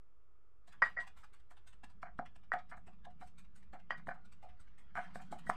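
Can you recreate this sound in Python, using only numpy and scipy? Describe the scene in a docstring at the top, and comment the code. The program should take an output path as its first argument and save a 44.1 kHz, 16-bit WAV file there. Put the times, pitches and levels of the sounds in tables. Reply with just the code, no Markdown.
"""On a kitchen counter, close to a small microphone, a stone pestle pounds moist food in a stone mortar.
Most strokes only squash the food, heard as swells of grainy noise with a wet body and a bright fizz.
Some reach the stone, clack and skid: force pulses excite decaying modes of bowl, pestle and counter.
The food sets the rim singing faintly, the room answers with a brief tail of sparse echoes, and
a steady room tone, a wavering low rumble and a drone, all shaped noise, lie behind."""
import sys
import numpy as np
from scipy import signal
from scipy.fft import rfft, irfft
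from scipy.io import wavfile
from scipy.ndimage import uniform_filter1d

SR = 44100
rng = np.random.default_rng(int(sys.argv[2]) if len(sys.argv) > 2 else 0)


def volts_from_db(level):
    """Convert decibel levels to linear amplitude ratios."""
    exponent = np.asarray(level, float) / 20
    return 10 ** exponent


def bounce(signal):
    """Save signal as a 16-bit WAV file at the path given by the first command-line argument."""
    frames = np.transpose(np.atleast_2d(signal))
    limited = np.clip(frames, -1, 1)
    pcm = np.round(limited * 32767).astype(np.int16)
    wavfile.write(sys.argv[1], SR, pcm)


N = 245195  # samples


def evened(x):
    """Normalisation: scales a signal to unit rms."""
    return x / np.sqrt(np.mean(x ** 2) + 1e-20)


def read(points, hz):
    """Interpolation of a curve along a logarithmic frequency axis."""
    f, value = np.transpose(points)
    return np.interp(np.log(hz + 1), np.log(f + 1), value)


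def add(mix, s, sound):
    """Superposition: adds a sound to the mix, in place, from s seconds on."""
    part = mix[round(s * SR):][:len(sound)]
    part += sound[:len(part)]


def coloured(x, spectrum):
    """Linear filtering: weights the spectrum of x by a curve in dB, then sets rms 1."""
    hz = np.fft.rfftfreq(len(x), 1 / SR)
    shaped = rfft(x) * volts_from_db(read(spectrum, hz))
    return evened(irfft(shaped, len(x)))


def grit(spread_db, shape):
    """Impulsive noise: a heavy-tailed law lets a few grains stand far above the rest."""
    boost = np.minimum(rng.exponential(1, shape), 6)
    return rng.standard_normal(shape) * volts_from_db(spread_db * boost)


# Clean knocks of stone on stone. Each row: start in seconds, then the levels in dB of
# clack, bowl ring, pestle ring and counter thud, all before the filters in stones().
STONE_KNOCKS = [(0.8225, -24.5, -61, -47, -84), (.8283, -46, -65, -53, -53), (2.0295, -34, -54, -82, -52.5),
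                (2.1899, -35, -53, -67, -40.5), (2.194, -46, -32.5, -80, -76),
                (2.5184, -27.5, -52, -27.5, -80), (3.2125, -45, -66, -72.5, -68),
                (3.9056, -27.5, -79, -28, -67), (4.07, -41, -53, -65, -63), (4.082, -61, -34, -52, -69),
                (4.9534, -37, -41.5, -72, -73), (5.156, -39, -34, -85, -51), (5.493, -46, -28, -68, -39.5),
                (5.498, -23, -66, -45, -47.5)]
# Skids of the pestle over gritty stone. Each row: start in seconds, time to full load in seconds,
# then the levels in dB of clack, bowl ring and pestle ring, before the same filters.
GRITTY_SKIDS = [(.676, 0.0014, -78, -63.5, -88), (0.722, 0.012, -57, -90, -83),
                (.819, 0.0026, -29.5, -52, -16.5), (.834, 0.0019, -50, -56, -26.5),
                (0.849, 0.0085, -41, -54, -41), (.964, 0.011, -51, -48, -33), (1.076, 0.011, -63, -69, -75),
                (1.229, 0.0035, -59.5, -93, -103), (1.508, 0.0043, -55.5, -62, -90),
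                (1.832, 0.002, -61.5, -55.5, -86), (2.031, 0.0018, -59, -43, -82),
                (2.049, 0.013, -50.5, -52.5, -94), (2.216, 0.0046, -69, -47.5, -88),
                (2.524, 0.0024, -48, -77, -41.5), (2.529, .008, -32.5, -31.5, -74),
                (2.551, 0.0061, -49, -41.5, -64), (2.588, 0.0091, -55, -61, -72),
                (2.713, .0078, -45.5, -51.5, -81), (2.734, 0.007, -51.5, -55.5, -90),
                (2.768, .006, -53, -59, -82), (2.876, 0.0043, -64, -57.5, -81), (3.054, .01, -68, -50, -90),
                (3.215, 0.0056, -52, -47.5, -87.5), (3.727, 0.011, -53, -49.5, -80.5),
                (3.752, 0.0041, -55, -52.5, -88), (3.793, 0.0054, -73, -62, -90),
                (3.915, 0.011, -46, -52.5, -37.5), (3.967, 0.015, -55, -67, -95),
                (4.087, 0.0018, -34, -39, -66), (4.105, 0.0066, -41.5, -43.5, -60),
                (4.134, 0.016, -56, -58.5, -82), (4.423, 0.015, -86, -53, -102),
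                (4.48, 0.019, -69, -65, -96), (4.958, 0.014, -36, -71, -73),
                (4.973, 0.0065, -51, -36.5, -66), (5.022, 0.021, -53.5, -59, -88),
                (5.186, 0.012, -54, -53, -87), (5.324, 0.0017, -44.5, -38, -75),
                (5.349, 0.007, -59, -51, -88), (5.465, 0.0035, -52, -58, -46.5)]


def contacts():
    """Contact loading: rows of start s, clack, bowl, pestle and thud dB, and time to full load s."""
    knock_s, squash_s = 0.00049, 0.0053  # times to full load
    skid_thud_db = -22  # against the louder of clack and bowl ring
    knocks = [(*row, knock_s) for row in STONE_KNOCKS]
    skids = [(s, clack, bowl, pestle, max(clack, bowl) + skid_thud_db, load_s)
             for s, load_s, clack, bowl, pestle in GRITTY_SKIDS]
    # a squash drives the counter here; its faint ringing is made in rim()
    squashes = [(s, -200, -200, -200, thud, squash_s) for s, _, _, thud, _ in FOOD_SQUASHES]
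    return knocks + skids + squashes


def ring(force, modes, spot_db):
    """Modal response: a force excites decaying sines, shared out by the spot struck. Loudest 4 ms at rms 1."""
    t = np.arange(SR // 5) / SR
    tap = sum(volts_from_db(db + spot - 60 * t / t60) * np.sin(2 * np.pi * hz * t)
              for (hz, db, t60), spot in zip(modes, spot_db))
    tap *= volts_from_db(-20 * (t / .065) ** 3)  # paste and hand close on the stone and choke the ring
    sound = signal.fftconvolve(force, tap)
    return sound / np.sqrt(uniform_filter1d(sound ** 2, size=176).max())


# Modes of the bowl. Each row: frequency in Hz, relative level in dB before the random striking
# spot, t60 in seconds before the choke in ring(). The four mode tables below have the same columns.
BOWL_MODES = [(729, 0, .13), (705, -13, .07), (760, -6, .07), (610, -26, .05), (830, -15, .05)]
# Modes of the pestle.
PESTLE_MODES = [(1915, 0, .11), (1995, -7, .05), (4815, 2, .08), (4900, -4, .05), (3860, -2, .04),
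                (5950, -16, .04), (8350, -20, .04)]
# Modes of the mortar wall, heard in the clack.
WALL_MODES = [(1000, -6, .025), (1090, -4, .03), (1200, -2, .04), (1290, -2, .03), (1400, -3, .025),
              (1510, 0, .04), (1600, 0, .035), (1705, 0, .04), (1810, -3, .025), (2075, -3, .04),
              (2200, -8, .025), (2350, -12, .04)]
# Short modes that make the crack of the clack.
CRACK_MODES = [(1390, 18, 0.00703), (2970, 3, 0.015), (3280, -4.5, .012), (3976, 11.5, .012)]
# Modes of the counter.
COUNTER_MODES = [(68, -23.5, 0.017), (97, -8, 0.033), (170, 0.5, 0.06), (217, 4.5, 0.12),
                 (257.7, 13, 0.065), (364, -4.5, 0.33), (429, -18.5, 0.088)]


def stones():
    """Forced vibration: grit in each contact load drives the rings, its bulk the counter."""
    rings, thuds, t = np.zeros(N), np.zeros(N), np.arange(SR // 9) / SR
    rows = contacts()
    spots = rng.standard_normal((len(rows), 16))
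    grains = grit(4.76, (len(rows), len(t)))
    for (s, clack_db, bowl_db, pestle_db, thud_db, load_s), spot, grain in zip(rows, spots, grains):
        u = t / np.clip(load_s, .0001, .03)
        load = u * np.exp(1 - u)
        force = load * (8 * np.exp(-load_s / .0005) + grain)  # a brief contact is one clean tap
        change = np.diff(force)  # the clack follows changes of force
        push = np.diff(load) + .02 * force[1:]
        add(rings, s, volts_from_db(clack_db) * ring(change, WALL_MODES + CRACK_MODES, 3 * spot))
        add(rings, s, volts_from_db(bowl_db) * ring(force, BOWL_MODES, 3 * spot[::-1]))
        add(rings, s, volts_from_db(pestle_db) * ring(force, PESTLE_MODES, 3 * spot[4:]))
        add(thuds, s, volts_from_db(thud_db) * ring(push, COUNTER_MODES, 4 * spot[8:]))
    # a small bowl radiates no bass
    small = signal.butter(4, 600, "highpass", fs=SR, output="sos")
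    # the mat under the mortar dulls the thud
    soft = signal.butter(2, 450, fs=SR, output="sos")
    # steep low-pass: little of the clack and rings is heard above 2.3 kHz
    steep = signal.butter(8, 2250, fs=SR, output="sos")
    rings = signal.sosfilt(steep, rings) + volts_from_db(-33) * rings
    return signal.sosfilt(small, rings) + signal.sosfilt(soft, thuds)


def pockets(x, depth_db):
    """Time-varying filtering: air pockets open and close, shifting the colour in narrow streaks."""
    z = signal.stft(x, nperseg=512)[2]
    patches = uniform_filter1d(rng.standard_normal(z.shape), size=2, axis=0)  # over frequency
    patches = uniform_filter1d(patches, size=8, axis=1)  # over time
    streaked = z * volts_from_db(depth_db * evened(patches))
    return evened(signal.istft(streaked, nperseg=512)[1][:N])


# The pestle comes down into the food. Each row: touch in seconds, fizz level in dB, wet body level
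# in dB, counter thud level in dB before the mat, fall time in seconds before its limit in food().
FOOD_SQUASHES = [(0.673, -74, -66.5, -76, 0.014), (0.839, -71.5, -52, -84, 0.037),
                 (.997, -72.5, -53, -73, .024), (1.165, -74, -66.5, -82, 0.04), (1.33, -75, -68, -92, 0.02),
                 (1.503, -74, -66, -78, 0.015), (1.668, -69, -65, -89, 0.017),
                 (1.835, -69.5, -54, -57.5, 0.0062), (2.02, -76, -61.5, -81, 0.0087),
                 (2.183, -76, -57.5, -79, 0.0042), (2.355, -75, -61.5, -68, 0.0045),
                 (2.53, -66.5, -49.5, -60, 0.0037), (2.692, -77, -66.5, -76, .017),
                 (2.865, -79, -67, -56.5, 0.017), (3.046, -72, -57.5, -81, 0.0038),
                 (3.202, -74.5, -71, -60, 0.04), (3.379, -70, -64.5, -80.5, 0.018),
                 (3.553, -73, -71.5, -88, 0.024), (3.728, -76.5, -66, -58.5, 0.014),
                 (3.902, -75.5, -50.5, -57.5, 0.0096), (4.067, -71.5, -65.5, -51.5, 0.023),
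                 (4.247, -79.5, -69, -70, 0.012), (4.421, -79.5, -69.5, -79, 0.024),
                 (4.596, -75, -69.5, -72.5, 0.017), (4.778, -77, -73, -80.5, 0.026),
                 (4.948, -75.5, -67, -54, 0.11), (5.144, -68, -62.5, -79, 0.023),
                 (5.313, -66, -61, -53, 0.021), (5.46, -71, -87, -52, 0.017), (5.49, -54.5, -52, -58, .006)]
# The food peels off as the pestle lifts. Each row: start in seconds, fizz level in dB,
# wet body level in dB.
FOOD_PEELS = [(.72, -74, -63.5), (1.067, -71, -57), (1.233, -77.5, -64.5), (1.393, -85, -76),
              (1.566, -83, -66), (1.726, -81, -66), (1.894, -81, -69.5), (2.253, -82, -58.5),
              (2.43, -93, -70.5), (2.583, -85, -58), (2.764, -78, -78), (2.927, -94, -76.5),
              (3.099, -89, -75), (3.269, -74.5, -68), (3.441, -88, -74), (3.623, -84, -75),
              (3.79, -89, -67), (3.971, -78.5, -69), (4.138, -83, -73.5), (4.318, -75, -69),
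              (4.487, -92, -69), (4.671, -95, -76.5), (5.031, -82, -70), (5.212, -71.5, -70),
              (5.255, -90, -75), (5.383, -68, -63.5), (5.53, -77, -78)]
# The wet mash keeps rustling between strokes. Each row: time in seconds, fizz level in dB,
# wet body level in dB.
MASH_RUSTLE = [(.6, -115, -100), (.7, -105, -80.5), (1.4, -105, -87.5), (3.6, -108, -87),
               (4.5, -105, -82.5), (4.94, -108, -79), (4.971, -85, -67), (5.13, -96, -71), (5.17, -86, -72),
               (5.3, -92, -77), (5.34, -94, -79.5), (5.56, -88, -60)]
# Spectrum of the wet body. Each row: frequency in Hz, relative density in dB per Hz.
WET_SPECTRUM = [(250, -52.5), (500, -18), (800, -4.5), (1500, -3.5), (2400, -8), (3300, -11), (4200, -20),
                (6000, -26), (9000, -72)]
# Spectrum of the fizz. Each row: frequency in Hz, relative density in dB per Hz.
FIZZ_SPECTRUM = [(1500, -63), (2800, -24.5), (4000, -3), (5500, -8), (7000, -0.5), (8600, 4), (9600, -8.5),
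                 (11500, -13.5), (15000, -12.5), (16000, -33.5)]


def food():
    """Amplitude modulation: quick swells on crackling grains give a wet body and a brighter fizz."""
    squash_rise_s, peel_rise_s, peel_fall_s = 0.0064, 0.006, 0.011
    peak_after_s = 0.0084  # the crackle peaks this long after the touch
    lead_s = .04  # room for the rise ahead of the peak
    t = np.arange(SR // 5) / SR - lead_s
    s, fizz_db, wet_db = np.transpose(MASH_RUSTLE)
    clock = np.arange(N) / SR
    fizz = volts_from_db(np.interp(clock, s, fizz_db))
    wet = volts_from_db(np.interp(clock, s, wet_db))
    squashes = [(s, fizz_db, wet_db, squash_rise_s, fall) for s, fizz_db, wet_db, _, fall in FOOD_SQUASHES]
    peels = [(*row, peel_rise_s, peel_fall_s) for row in FOOD_PEELS]
    for s, fizz_db, wet_db, rise, fall in squashes + peels:
        rise, fall = np.clip([rise, fall], .001, .05)
        scale = np.where(t < 0, rise, fall)
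        swell = np.exp(-(np.abs(t) / scale) ** np.where(t < 0, 1.5, 1.2))
        add(wet, s + peak_after_s - lead_s, volts_from_db(wet_db) * swell)
        add(fizz, s + peak_after_s - lead_s, volts_from_db(fizz_db) * swell)
    grains = pockets(grit(3.2, N), depth_db=5)
    return wet * coloured(grains, WET_SPECTRUM) + fizz * coloured(grains, FIZZ_SPECTRUM)


# Faint, free modes of the rim. Each row: frequency in Hz, relative level in dB, t60 in seconds.
RIM_MODES = [(1720, 3, 0.25), (2150, 5, .15), (2440, 5, 0.2), (2820, 0, .12), (3440, -6, .2),
             (3860, 0, 0.3), (4950, -2, 0.15), (5250, -4, .25), (5950, 0, 0.15)]


def rim(x):
    """Resonance: a sound in the mortar, convolved with decaying sines, leaves the free rim singing."""
    t = np.arange(SR // 3) / SR
    tap = sum(volts_from_db(db - 60 * t / t60) * np.sin(2 * np.pi * hz * t) for hz, db, t60 in RIM_MODES)
    return signal.oaconvolve(x, tap)[:N] * volts_from_db(-59)


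# Reverberation of the kitchen. Each row: frequency in Hz, t60 in seconds.
KITCHEN_DECAY = [(200, .2), (800, .16), (1400, .16), (2000, .13), (3500, .22), (6000, .16), (12000, .1)]


def kitchen(x):
    """Reverberation: sparse echoes of random sign, each band dying at its own speed."""
    taps = np.zeros(SR // 2)
    at = np.arange(260, len(taps) - 20, 20)
    taps[at + rng.integers(0, 20, len(at))] = rng.choice([-1., 1.], len(at))
    hz, t, z = signal.stft(taps, SR, nperseg=256)
    decay = volts_from_db(-60 * t / read(KITCHEN_DECAY, hz)[:, None])
    tail = signal.istft(z * decay, SR, nperseg=256)[1]
    return signal.fftconvolve(x, tail / np.linalg.norm(tail))[:N]


# Spectrum of the room tone. Each row: frequency in Hz, relative density in dB per Hz.
TONE_SPECTRUM = [(20, -14), (45, 7), (80, -3.5), (160, -22.5), (300, -18), (400, -12), (650, -23),
                 (1000, -22.5), (1280, -14), (1600, -30), (2500, -32), (4000, -42.5), (8000, -44),
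                 (16000, -55)]
# Spectrum of the rumble. Each row: frequency in Hz, relative density in dB per Hz.
RUMBLE_SPECTRUM = [(12, -39), (25, -16.5), (48, 4), (70, -3.5), (110, -6.5), (140, -30.5), (300, -100)]
# Spectrum of the drone. Each row: frequency in Hz, relative density in dB per Hz.
DRONE_SPECTRUM = [(50, -81), (110, -23.5), (150, -4.5), (182, -2), (230, -10.5), (265, -18), (320, -29.5),
                  (500, -100)]
# Wavering of the background. Each row: time in seconds, rumble level in dB, drone level in dB.
BACKGROUND_LEVELS = [(0.0, -84, -92), (0.48, -78.5, -101), (0.73, -76.5, -77), (0.9, -64.5, -72),
                     (0.99, -66, -72.5), (1.25, -72, -80.5), (1.47, -71.5, -88), (2.18, -65.5, -68),
                     (2.49, -69.5, -74.5), (2.79, -65, -67.5), (3.76, -67, -73.5), (4.06, -67.5, -60),
                     (4.24, -69, -74), (4.51, -65, -77), (4.99, -68, -72.5), (5.14, -66.5, -59),
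                     (5.56, -66, -61)]


def background():
    """Shaped noise: a steady room tone, with a lumpy rumble and a fuzzy drone that come and go."""
    s, rumble_db, drone_db = np.transpose(BACKGROUND_LEVELS)
    t = np.arange(N) / SR
    tone, rumble, drone = rng.standard_normal((3, N))
    return (volts_from_db(-73) * coloured(tone, TONE_SPECTRUM)
            + volts_from_db(np.interp(t, s, rumble_db)) * coloured(rumble, RUMBLE_SPECTRUM)
            + volts_from_db(np.interp(t, s, drone_db)) * coloured(drone, DRONE_SPECTRUM))


def scene():
    """Superposition of mortar and food, their echo 12 dB down, and the background."""
    paste = food()
    near = stones() + paste + rim(paste)
    return (near + volts_from_db(-12) * kitchen(near) + background())[None]


def band_limit(x):
    """A steep low-pass at the top of the band."""
    return signal.sosfilt(signal.butter(12, 15480, fs=SR, output="sos"), x)


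# Slowly drifting bias of the converter. Each row: time in seconds, level as a share of full scale.
CONVERTER_BIAS = [(0, 0.0033), (.64, 0.0033), (0.738, 0.004), (5.56, 0.0061)]


def record(dry):
    """Direct-current offset: the converter adds its bias to the sound."""
    s, bias = np.transpose(CONVERTER_BIAS)
    mix = dry + np.interp(np.arange(N) / SR, s, bias)
    return band_limit(mix)


dry = scene()
out = record(dry)
bounce(out)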